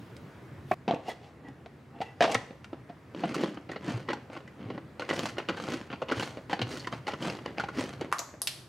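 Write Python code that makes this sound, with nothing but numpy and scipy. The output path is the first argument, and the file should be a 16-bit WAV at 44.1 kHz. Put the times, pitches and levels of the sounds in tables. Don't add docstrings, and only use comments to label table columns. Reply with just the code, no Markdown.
import sys
import numpy as np
from scipy import signal
from scipy.fft import rfft, irfft
from scipy.io import wavfile
from scipy.ndimage import uniform_filter1d

SR = 44100
rng = np.random.default_rng(int(sys.argv[2]) if len(sys.argv) > 2 else 0)


def wav_record(signal):
    frames = np.transpose(np.atleast_2d(signal))
    bounded = np.clip(frames, -1, 1)
    quanta = np.round(bounded * 32767).astype(np.int16)
    wavfile.write(sys.argv[1], SR, quanta)


N = 382788

# (frequency [Hz], relative density [dB])
DRONE_SPECTRUM = [(66, -15.5), (82, 3.5), (100, -6.5), (125, 6.5), (160, -4), (300, -5.5), (700, -15.5),
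                  (1500, -20), (2000, -21.5), (3000, -31), (6000, -39.5), (16000, -50.5)]
# (time [s], level [dB])
DRONE_LEVEL = [(0, -48), (.74, -47.5), (.76, -50.5), (1.4, -52), (8.1, -47), (8.15, -54), (8.68, -51.5)]
# (frequency [Hz], side over mid [dB])
NOISE_SIDE = [(60, -31), (240, -15), (950, -10), (3770, -7), (15000, -14)]
# (time [s], level [dB])
RUSTLE_LEVEL = [(0.0, -66), (0.634, -77), (0.74, -51)]
# (frequency [Hz], relative density [dB])
RUSTLE_SPECTRUM = [(300, -32), (700, -7), (1150, 9), (1800, -15), (2800, 3), (7500, -13), (15000, -14)]
# (frequency [Hz], t60 [s])
KITCHEN_T60 = [(150, 0.44), (400, 0.64), (1000, 0.52), (2800, 0.5), (7000, 0.5), (14000, 0.44)]
# (frequency [Hz], gain [dB])
ROOM_SIDE = [(60, -59), (300, -18.5), (1000, -10.5), (4000, -5), (14000, -12)]

# (time [s], mid peak [dB], hardness [dB], contact [ms], pitch [Hz])
LID_KNOCKS = [(0.166, -45.5, 27.5, 2.4, 2030), (0.879, -19.5, -6, 12, 762), (0.91, -14, -3, 1.1, 680),
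              (0.938, -38, -21, 1.2, 563), (0.944, -38, 19, 3.7, 2500), (1.084, -39, -10, 15, 800),
              (1.099, -32, 12, 9, 1960), (1.485, -45, 19, 2.3, 740), (1.66, -35, 0.5, 4.7, 700),
              (2.005, -31.5, -10, 1.5, 697), (2.013, -24.5, 6.5, 11, 820), (2.017, -31, 4, 9.6, 2050),
              (2.207, -10, 2, 8.8, 640), (2.223, -11, 9, 11.5, 654), (2.239, -13.5, 1.5, 12, 500),
              (2.26, -19.5, 5, 9.2, 570), (2.275, -25, 5, 13, 690), (2.315, -29, 28.5, 10, 2220),
              (2.345, -22.5, 29.5, 2.3, 2670), (2.349, -7.5, 8.5, 4.9, 1790), (2.353, -12.5, -1, 1.6, 1320),
              (2.508, -39.5, -11, 4.2, 540), (2.644, -32.5, 14, 4.8, 1370), (2.731, -34, -10.5, 7, 1310),
              (2.89, -40, -9.5, 97, 685)]
# (time [s], mid peak [dB], hardness [dB], pitch [Hz])
SET_DOWN = [(0.7125, -17, 3, 725), (0.7155, -17, 0, 1160), (0.72, -27.5, 4, 2370), (0.737, -31, 12, 1130)]
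# (start [s], push [s], mid at start [dB], mid at end of push [dB], hardness [dB])
SCRAPES = [(0.877, 0.035, -67, -35, -3.5), (1.03, 0.054, -63, -42, 1.5), (1.22, 0.045, -63, -55.5, 1.5),
           (1.44, 0.036, -60, -55, -5), (1.959, 0.045, -54.5, -61, -5), (2.03, 0.039, -60, -56, 1),
           (2.22, 0.1, -48, -34.5, 0.5)]
# (start [s], push [s], start level [dB], end of push level [dB], pitch [Hz])
SLIDES = [(1.083, 0.011, -36.5, -28, 727), (1.096, 0.015, -47, -45, 1970), (1.103, 0.01, -42, -49, 3320),
          (1.45, 0.043, -65, -55, 1944), (2.013, 0.14, -47, -70, 1980), (2.013, 0.13, -54.5, -66, 2690),
          (2.22, 0.03, -39, -39, 1943)]
# (time [s], level before the pulse shape [dB])
THUMPS = [(2.35, -27), (3.938, -22.5), (4.65, -30), (5.677, -35.5), (6.17, -23.5), (6.617, -24)]
# (time [s], mid peak [dB], hardness [dB], pitch [Hz])
GEAR_KNOCKS = [(3.148, -28, -15, 720), (3.226, -40, -23, 823), (3.236, -20, -34, 775),
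               (3.344, -27.5, -1, 1170), (3.413, -39.5, 1, 1040), (3.572, -32, -28, 780),
               (3.694, -31.5, -31, 720), (3.715, -32.5, -4.5, 1830), (3.76, -27.5, -20, 830),
               (3.885, -26.5, -36, 760), (3.939, -32.5, -13, 856), (4.087, -22, -11, 1440),
               (4.104, -23, -11, 770), (4.131, -19, -7.5, 875), (4.3, -32.5, -24, 820),
               (4.352, -34, -24, 1520), (4.365, -28, -13, 730), (4.477, -41, -4.5, 1960),
               (4.701, -29.5, -27, 710), (4.778, -30, -28, 750), (4.996, -24, -7, 810),
               (5.02, -25, -9, 1480), (5.09, -20.5, -6, 1830), (5.1, -19.5, -5.5, 2690),
               (5.11, -17, -19, 1210), (5.13, -20.5, -8, 751), (5.177, -26, -11, 760),
               (5.2, -26.5, -17, 726), (5.256, -21, -3.5, 724), (5.265, -30.5, -16, 760),
               (5.287, -33, -0.5, 1330), (5.368, -29.5, -21, 1260), (5.383, -20, -8.5, 890),
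               (5.487, -20.5, -7, 2870), (5.491, -18.5, -9.5, 1410), (5.499, -25, -24, 1170),
               (5.576, -29, -10, 751), (5.6, -21.5, -10.5, 1240), (5.736, -28, -1.5, 1180),
               (5.902, -31.5, -29, 1420), (5.928, -24.5, -18, 770), (6.018, -21, -13, 1230),
               (6.085, -32.5, -5, 3000), (6.101, -25.5, -10, 1030), (6.114, -21, -7.5, 2380),
               (6.121, -18, -9.5, 1400), (6.197, -23.5, -12, 2590), (6.205, -26.5, -6, 1190),
               (6.225, -21, -6, 781), (6.371, -29.5, -28, 1390), (6.497, -26.5, -9.5, 790),
               (6.53, -16, -9.5, 770), (6.593, -23.5, -10, 751), (6.616, -16.5, -7, 2900),
               (6.766, -29, -10, 1370), (6.797, -48, 7, 4400), (6.845, -33.5, -4, 2000),
               (6.871, -21, -7, 1200), (6.926, -24.5, -10, 1280), (6.934, -26.5, -24, 1280),
               (7.069, -25, -10, 802), (7.079, -22, -7, 796), (7.112, -35, -28, 860),
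               (7.135, -22.5, -11, 1190), (7.46, -21.5, -7, 820), (7.583, -22.5, -21, 786),
               (7.598, -21, -7, 1440), (7.638, -21.5, -13, 875), (7.686, -23.5, -9.5, 1070),
               (7.792, -26, -15, 770), (7.929, -36.5, -3.5, 970), (8.011, -23.5, -6.5, 840)]
# (start [s], push [s], mid at start [dB], mid at end of push [dB], hardness [dB])
TWISTS = [(3.173, 0.27, -46.5, -38, -3), (3.842, 0.055, -46.5, -37, -1.5), (4.605, 0.14, -54, -53.5, -10.5),
          (5.11, 0.14, -43, -42, 1), (5.554, 0.17, -51, -37.5, -0.5), (6.16, 0.072, -48, -39.5, 2),
          (6.682, 0.046, -53, -41, 3), (7.229, 0.035, -36.5, -34, -1), (7.759, 0.053, -44, -37.5, 0)]
# (time [s], length [s], mid [dB], hardness [dB])
JOLTS = [(3.696, 0.035, -44, -3.5), (4.087, 0.031, -41.5, -4), (4.32, 0.053, -49, 9),
         (5.006, 0.025, -43, 6), (5.386, 0.0049, -41, 0.5), (5.492, 0.006, -39.5, -3),
         (5.912, 0.016, -46, -1), (6.087, 0.084, -41, 0), (6.508, 0.016, -36, 8), (6.605, 0.034, -45, -5.5),
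         (6.922, 0.017, -43.5, 17), (7.07, 0.044, -40, 11), (7.458, 0.011, -42.5, -4),
         (7.58, 0.026, -37, 2), (8.011, 0.0061, -42, -4.5)]
# (time [s], mid peak [dB], hardness [dB], pitch [Hz])
BAG_CRACKS = [(8.117, -30.5, -3, 950), (8.126, -15, 2.5, 1170), (8.185, -52, 23, 4250),
              (8.192, -34.5, 16, 6600), (8.196, -30.5, -12, 640), (8.217, -33.5, -12, 905),
              (8.29, -40, -22, 517), (8.34, -39.5, -35, 590), (8.418, -29.5, 16, 4770),
              (8.473, -28.5, 18, 4470)]

# (frequency [Hz], level [dB])
OPEN_BOWL = [(300, -6.5), (490, -2), (690, -11), (800, 2.5), (1150, -6.5), (1945, -8.5), (2720, -7.5),
             (3330, -17)]
# (frequency [Hz], level [dB])
STANDING_BOWL = [(220, -2), (400, 2), (705, -0.5), (1130, -2), (2040, -2), (2370, -18)]
# (frequency [Hz], level [dB])
SHUT_BOWL = [(200, 17), (300, 23.6), (500, 14.6), (800, 2.8), (1100, 2.2), (1440, 6.1), (2050, 6.4),
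             (2950, 9.9), (4400, 13.6), (6000, 6.8)]
# (frequency [Hz], level [dB])
BAG = [(640, -6), (1150, -0.5), (3150, 1.5), (4200, -1), (4800, 2.5), (6600, -3), (9800, 0)]

# (thud over mid [dB], thud lost per dB, edge over mid [dB], edge won per dB)
LID_TONE, SET_DOWN_TONE = (-8.5, 1.34, -27, 1.15), (-7.0, 1, -18, -1.7)
GEAR_TONE, BAG_TONE = (-20.5, 0.5775, -0.5, 2.03), (-22.5, 0.6726, -3, 1.38)
SCRAPE_TONE, TWIST_TONE, JOLT_TONE = (-4.5, 2, -16.5, 3), (-1.5, 1.13, -12, 2.2), (-12.5, 3.5, -29.5, 0.84)

SET_DOWN_CONTACT_MS, BAG_CONTACT_MS = 1.5, 0.13
GEAR_CONTACT_MS = (1.88, 12)
ONSET_DB_PER_S, QUICK_ONSET_DB_PER_S = 515, 2200
SCRAPE_FALL_DB_PER_S, TWIST_FALL_DB_PER_S = 246, 147
JOLT_FALL_DB_PER_S, SLIDE_FALL_DB_PER_S = 264, 1200
RIM_WIDTH_HZ = 30
HUSH_S = .742
CEILING, EDGE_HZ = .33, 15900


def amp(db):
    return 10 ** (np.asarray(db) / 20)


def evened(x):
    return x / np.sqrt(np.mean(x ** 2) + 1e-20)


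def read(points, hz):
    f, value = np.transpose(points)
    return np.interp(np.log(hz + 1), np.log(f + 1), value)


def along(rows):
    return np.interp(np.arange(N) / SR, *np.transpose(rows), -130, -130)


def add(mix, s, sound):
    part = mix[round(s * SR):][:len(sound)]
    part += sound[:len(part)]


def coloured(x, points):
    return irfft(rfft(x) * amp(read(points, np.fft.rfftfreq(N, 1 / SR))), N)


def bands(x, high_hz, low_hz=500):
    hz = np.fft.rfftfreq(x.shape[-1], 1 / SR) + 1
    low = 1 / (1 + (hz / low_hz) ** 4)
    high = 1 / (1 + (high_hz / hz) ** 4)
    deep_cut = 1 / (1 + (150 / hz) ** 4)
    gains = (low * deep_cut, (1 - low) * (1 - high), high)
    return [irfft(rfft(x) * gain, x.shape[-1]) for gain in gains]


def tone(rule, hard_db):
    thud_db, softer, edge_db, sharper = rule
    return np.array([thud_db - softer * hard_db, 0, edge_db + sharper * hard_db])


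def rings(modes, count, turns, click_db, click_hz, detune, place_db):
    t = np.arange(4096) / SR
    hz, db = np.transpose(modes)[:, :, None]
    chance = rng.standard_normal((count, len(modes), 2))
    envelope = amp(db + place_db * chance[..., :1] - 60 * t * (hz + 400) / turns)
    mode_hz = hz * (1 + detune * chance[..., 1:])
    tones = (envelope * np.sin(2 * np.pi * mode_hz * t)).sum(1)
    click = signal.lfilter(*signal.butter(3, click_hz, fs=SR), t == 0)
    return np.roll(tones + amp(click_db) * click, 512, 1)


def knocks(rows, contact_ms, rule, modes, turns, click_db, click_hz, edge_hz,
           touch=2.7, pitch_db=11.0, sharpness=8.5, detune=0.01, place_db=4.0):
    out, t = np.zeros(N), np.arange(1024) / SR
    grit = rng.standard_normal((len(rows), len(t))) ** 3 + touch * (t == 0)
    struck = rings(modes, len(rows), turns, click_db, click_hz, detune, place_db)
    contacts = contact_ms * np.ones(len(rows))
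    for (s, db, hard_db, hz), ms, ring, g in zip(rows, contacts, struck, grit):
        blow = signal.fftconvolve(ring, g * np.exp(-t * 1000 / ms))
        stressed = signal.lfilter(*signal.iirpeak(hz, sharpness, SR), blow)
        blow = blow + amp(pitch_db) * stressed
        parts = []
        for band_db, part in zip(tone(rule, hard_db), bands(blow, edge_hz)):
            peak = abs(signal.hilbert(part)).max()
            parts.append(amp(band_db) * part / peak)
        add(out, s - 512 / SR, amp(db) * sum(parts))
    return out


def stroke(start, push, start_db, end_db, tone_db, fall_db_per_s, rise_db_per_s=ONSET_DB_PER_S):
    t = np.arange(N) / SR - start
    db = np.interp(t, [0, push], [start_db, end_db])
    db += rise_db_per_s * np.minimum(t, 0) - fall_db_per_s * np.maximum(t - push, 0)
    return amp(tone_db)[:, None] * amp(db)


def rattle(gains, modes, turns, click_db, click_hz, per_s, spread_db, rub, detune, place_db):
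    places, clump_db = 12, 5.0
    size = amp(spread_db * np.minimum(rng.exponential(1, N), 2.3)) * (rng.random(N) < per_s / SR)
    size = size * rng.choice([-1, 1], N) + rub * rng.standard_normal(N)
    drift = uniform_filter1d(uniform_filter1d(rng.standard_normal(N), size=250), size=250)
    clumps = amp(clump_db * evened(drift))
    place, shift = rng.integers(0, places, N), rng.integers(0, N, places)
    contact = rng.standard_normal((places, 128)) * np.exp(-np.arange(128) / SR / .0004)
    struck = rings(modes, places, turns, click_db, click_hz, detune, place_db)
    shapes = signal.fftconvolve(struck, contact, axes=1)
    x = np.zeros(N)
    for k, shape in enumerate(shapes):
        blows = size * (place == k) * np.roll(clumps, shift[k])
        x += signal.oaconvolve(blows, shape)[512:N + 512]
    return sum(gain * evened(part) for gain, part in zip(gains, bands(x, 2820.0)))


def noise(spectrum_db, patch_db):
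    a, b, patches = rng.standard_normal((N // 512 + 5, 1025, 2, 3)).T
    patches = evened(uniform_filter1d(uniform_filter1d(patches[0], 20, 0), 6, 1))
    z = (a + 1j * b) * amp(spectrum_db[:, None] + patch_db * patches)
    return evened(signal.istft(z, nperseg=2048, noverlap=1536)[1][:, :N])


def kitchen(x):
    out, turn = np.zeros((2, N)), np.arange(N) * 2 * np.pi * 3.0 / SR
    length, gap = SR // 2, 20
    for k in range(3):
        taps = np.zeros((2, length))
        at = np.arange(gap, length - gap, gap) + rng.integers(0, gap, (2, (length - gap - 1) // gap))
        np.put_along_axis(taps, at, rng.choice([-1., 1.], at.shape), 1)
        taps *= 1 + 3.27 * np.exp(-np.arange(length) / SR / 0.0095)
        hz, t, z = signal.stft(taps, SR, nperseg=256)
        decay = amp(-60 * t / read(KITCHEN_T60, hz)[:, None])
        tail = signal.istft(z * decay, SR, nperseg=256)[1]
        fed = x * np.sqrt(2 / 3) * np.cos(turn + k * np.pi / 3)
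        out += signal.oaconvolve(fed[None], tail / np.linalg.norm(tail[0]), axes=1)[:, :N]
    return out


def heard(x, room_db):
    wet = kitchen(x)
    return np.array([x + amp(room_db) * wet[0], amp(room_db) * wet[1]])


def fridge_drone():
    spectrum_db = read(DRONE_SPECTRUM, np.fft.rfftfreq(2048, 1 / SR))
    return amp(along(DRONE_LEVEL)) * noise(spectrum_db, patch_db=1.2)


def leaf_rustle():
    spectrum_db = read(RUSTLE_SPECTRUM, np.fft.rfftfreq(2048, 1 / SR))
    return amp(along(RUSTLE_LEVEL)) * noise(spectrum_db, patch_db=3.0)


def lid_knocks():
    rows = np.array(LID_KNOCKS)
    return knocks(rows[:, [0, 1, 2, 4]], rows[:, 3], LID_TONE, OPEN_BOWL, turns=9.3,
                  click_db=26.5, click_hz=6400, edge_hz=3400, detune=0.0081)


def set_down():
    return knocks(SET_DOWN, SET_DOWN_CONTACT_MS, SET_DOWN_TONE, STANDING_BOWL, turns=15,
                  click_db=14.0, click_hz=4960, edge_hz=2900, touch=2.5, pitch_db=10.0,
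                  sharpness=2.4, place_db=-4.5)


def scrapes():
    gains = sum(stroke(*row, tone(SCRAPE_TONE, hard_db), SCRAPE_FALL_DB_PER_S)
                for *row, hard_db in SCRAPES)
    return rattle(gains, OPEN_BOWL, 26.0, 21.0, click_hz=5650, per_s=1700, spread_db=-5.0,
                  rub=0.19, detune=0.017, place_db=4.5)


def rim():
    rub, out = rng.standard_normal(N), np.zeros(N)
    for *row, hz in SLIDES:
        mode = evened(signal.lfilter(*signal.iirpeak(hz, hz / RIM_WIDTH_HZ, SR), rub))
        gain = stroke(*row, np.zeros(1), SLIDE_FALL_DB_PER_S, QUICK_ONSET_DB_PER_S)[0]
        out += mode * gain
    return out


def thumps():
    out, t = np.zeros(N), np.arange(8000) / SR
    pulse = 2.3 * t / 0.022 * np.exp(-t / 0.012) * np.sin(2 * np.pi * 118 * t)
    for s, db in THUMPS:
        add(out, s, amp(db) * pulse)
    return out


def gear_knocks():
    contact_ms = rng.uniform(*GEAR_CONTACT_MS, size=len(GEAR_KNOCKS))
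    return knocks(GEAR_KNOCKS, contact_ms, GEAR_TONE, SHUT_BOWL, turns=17.0, click_db=32.5,
                  click_hz=6000, edge_hz=3010, touch=5.9, pitch_db=6.0, sharpness=3.7)


def fruit():
    twists = sum(stroke(*row, tone(TWIST_TONE, hard_db), TWIST_FALL_DB_PER_S)
                 for *row, hard_db in TWISTS)
    jolts = sum(stroke(s, length, db, db, tone(JOLT_TONE, hard_db), JOLT_FALL_DB_PER_S, QUICK_ONSET_DB_PER_S)
                for s, length, db, hard_db in JOLTS)
    return rattle(twists + jolts, SHUT_BOWL, 13.2, 33.3, click_hz=7200, per_s=450, spread_db=5.0,
                  rub=0.19, detune=0.07, place_db=5.0)


def bag_cracks():
    return knocks(BAG_CRACKS, BAG_CONTACT_MS, BAG_TONE, BAG, turns=7.3, click_db=22.0, click_hz=8450,
                  edge_hz=1930, pitch_db=-2.0, sharpness=5.1, place_db=15.5)


def scene():
    first = np.arange(N) < HUSH_S * SR
    background = fridge_drone() + leaf_rustle()
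    lid = lid_knocks() + scrapes() + rim()
    chopper = lid * ~first + gear_knocks() + fruit() + thumps()
    near = heard(lid * first + set_down(), -6.0) * first
    near += heard(chopper, -8.0)
    near += heard(bag_cracks(), 0.27)
    mid = near[0] + background[0]
    side = coloured(near[1], ROOM_SIDE) + coloured(background[1], NOISE_SIDE)
    return np.array([mid + side, mid - side])


def record(dry):
    thin = signal.sosfilt(signal.butter(2, 60, "high", fs=SR, output="sos"), dry)
    rounded = thin / (1 + (abs(thin) / CEILING) ** 4) ** .25
    lowpass = signal.firwin(511, EDGE_HZ, window=("kaiser", 9), fs=SR)
    return signal.oaconvolve(rounded, lowpass[None], "same")


dry = scene()
out = record(dry)
wav_record(out)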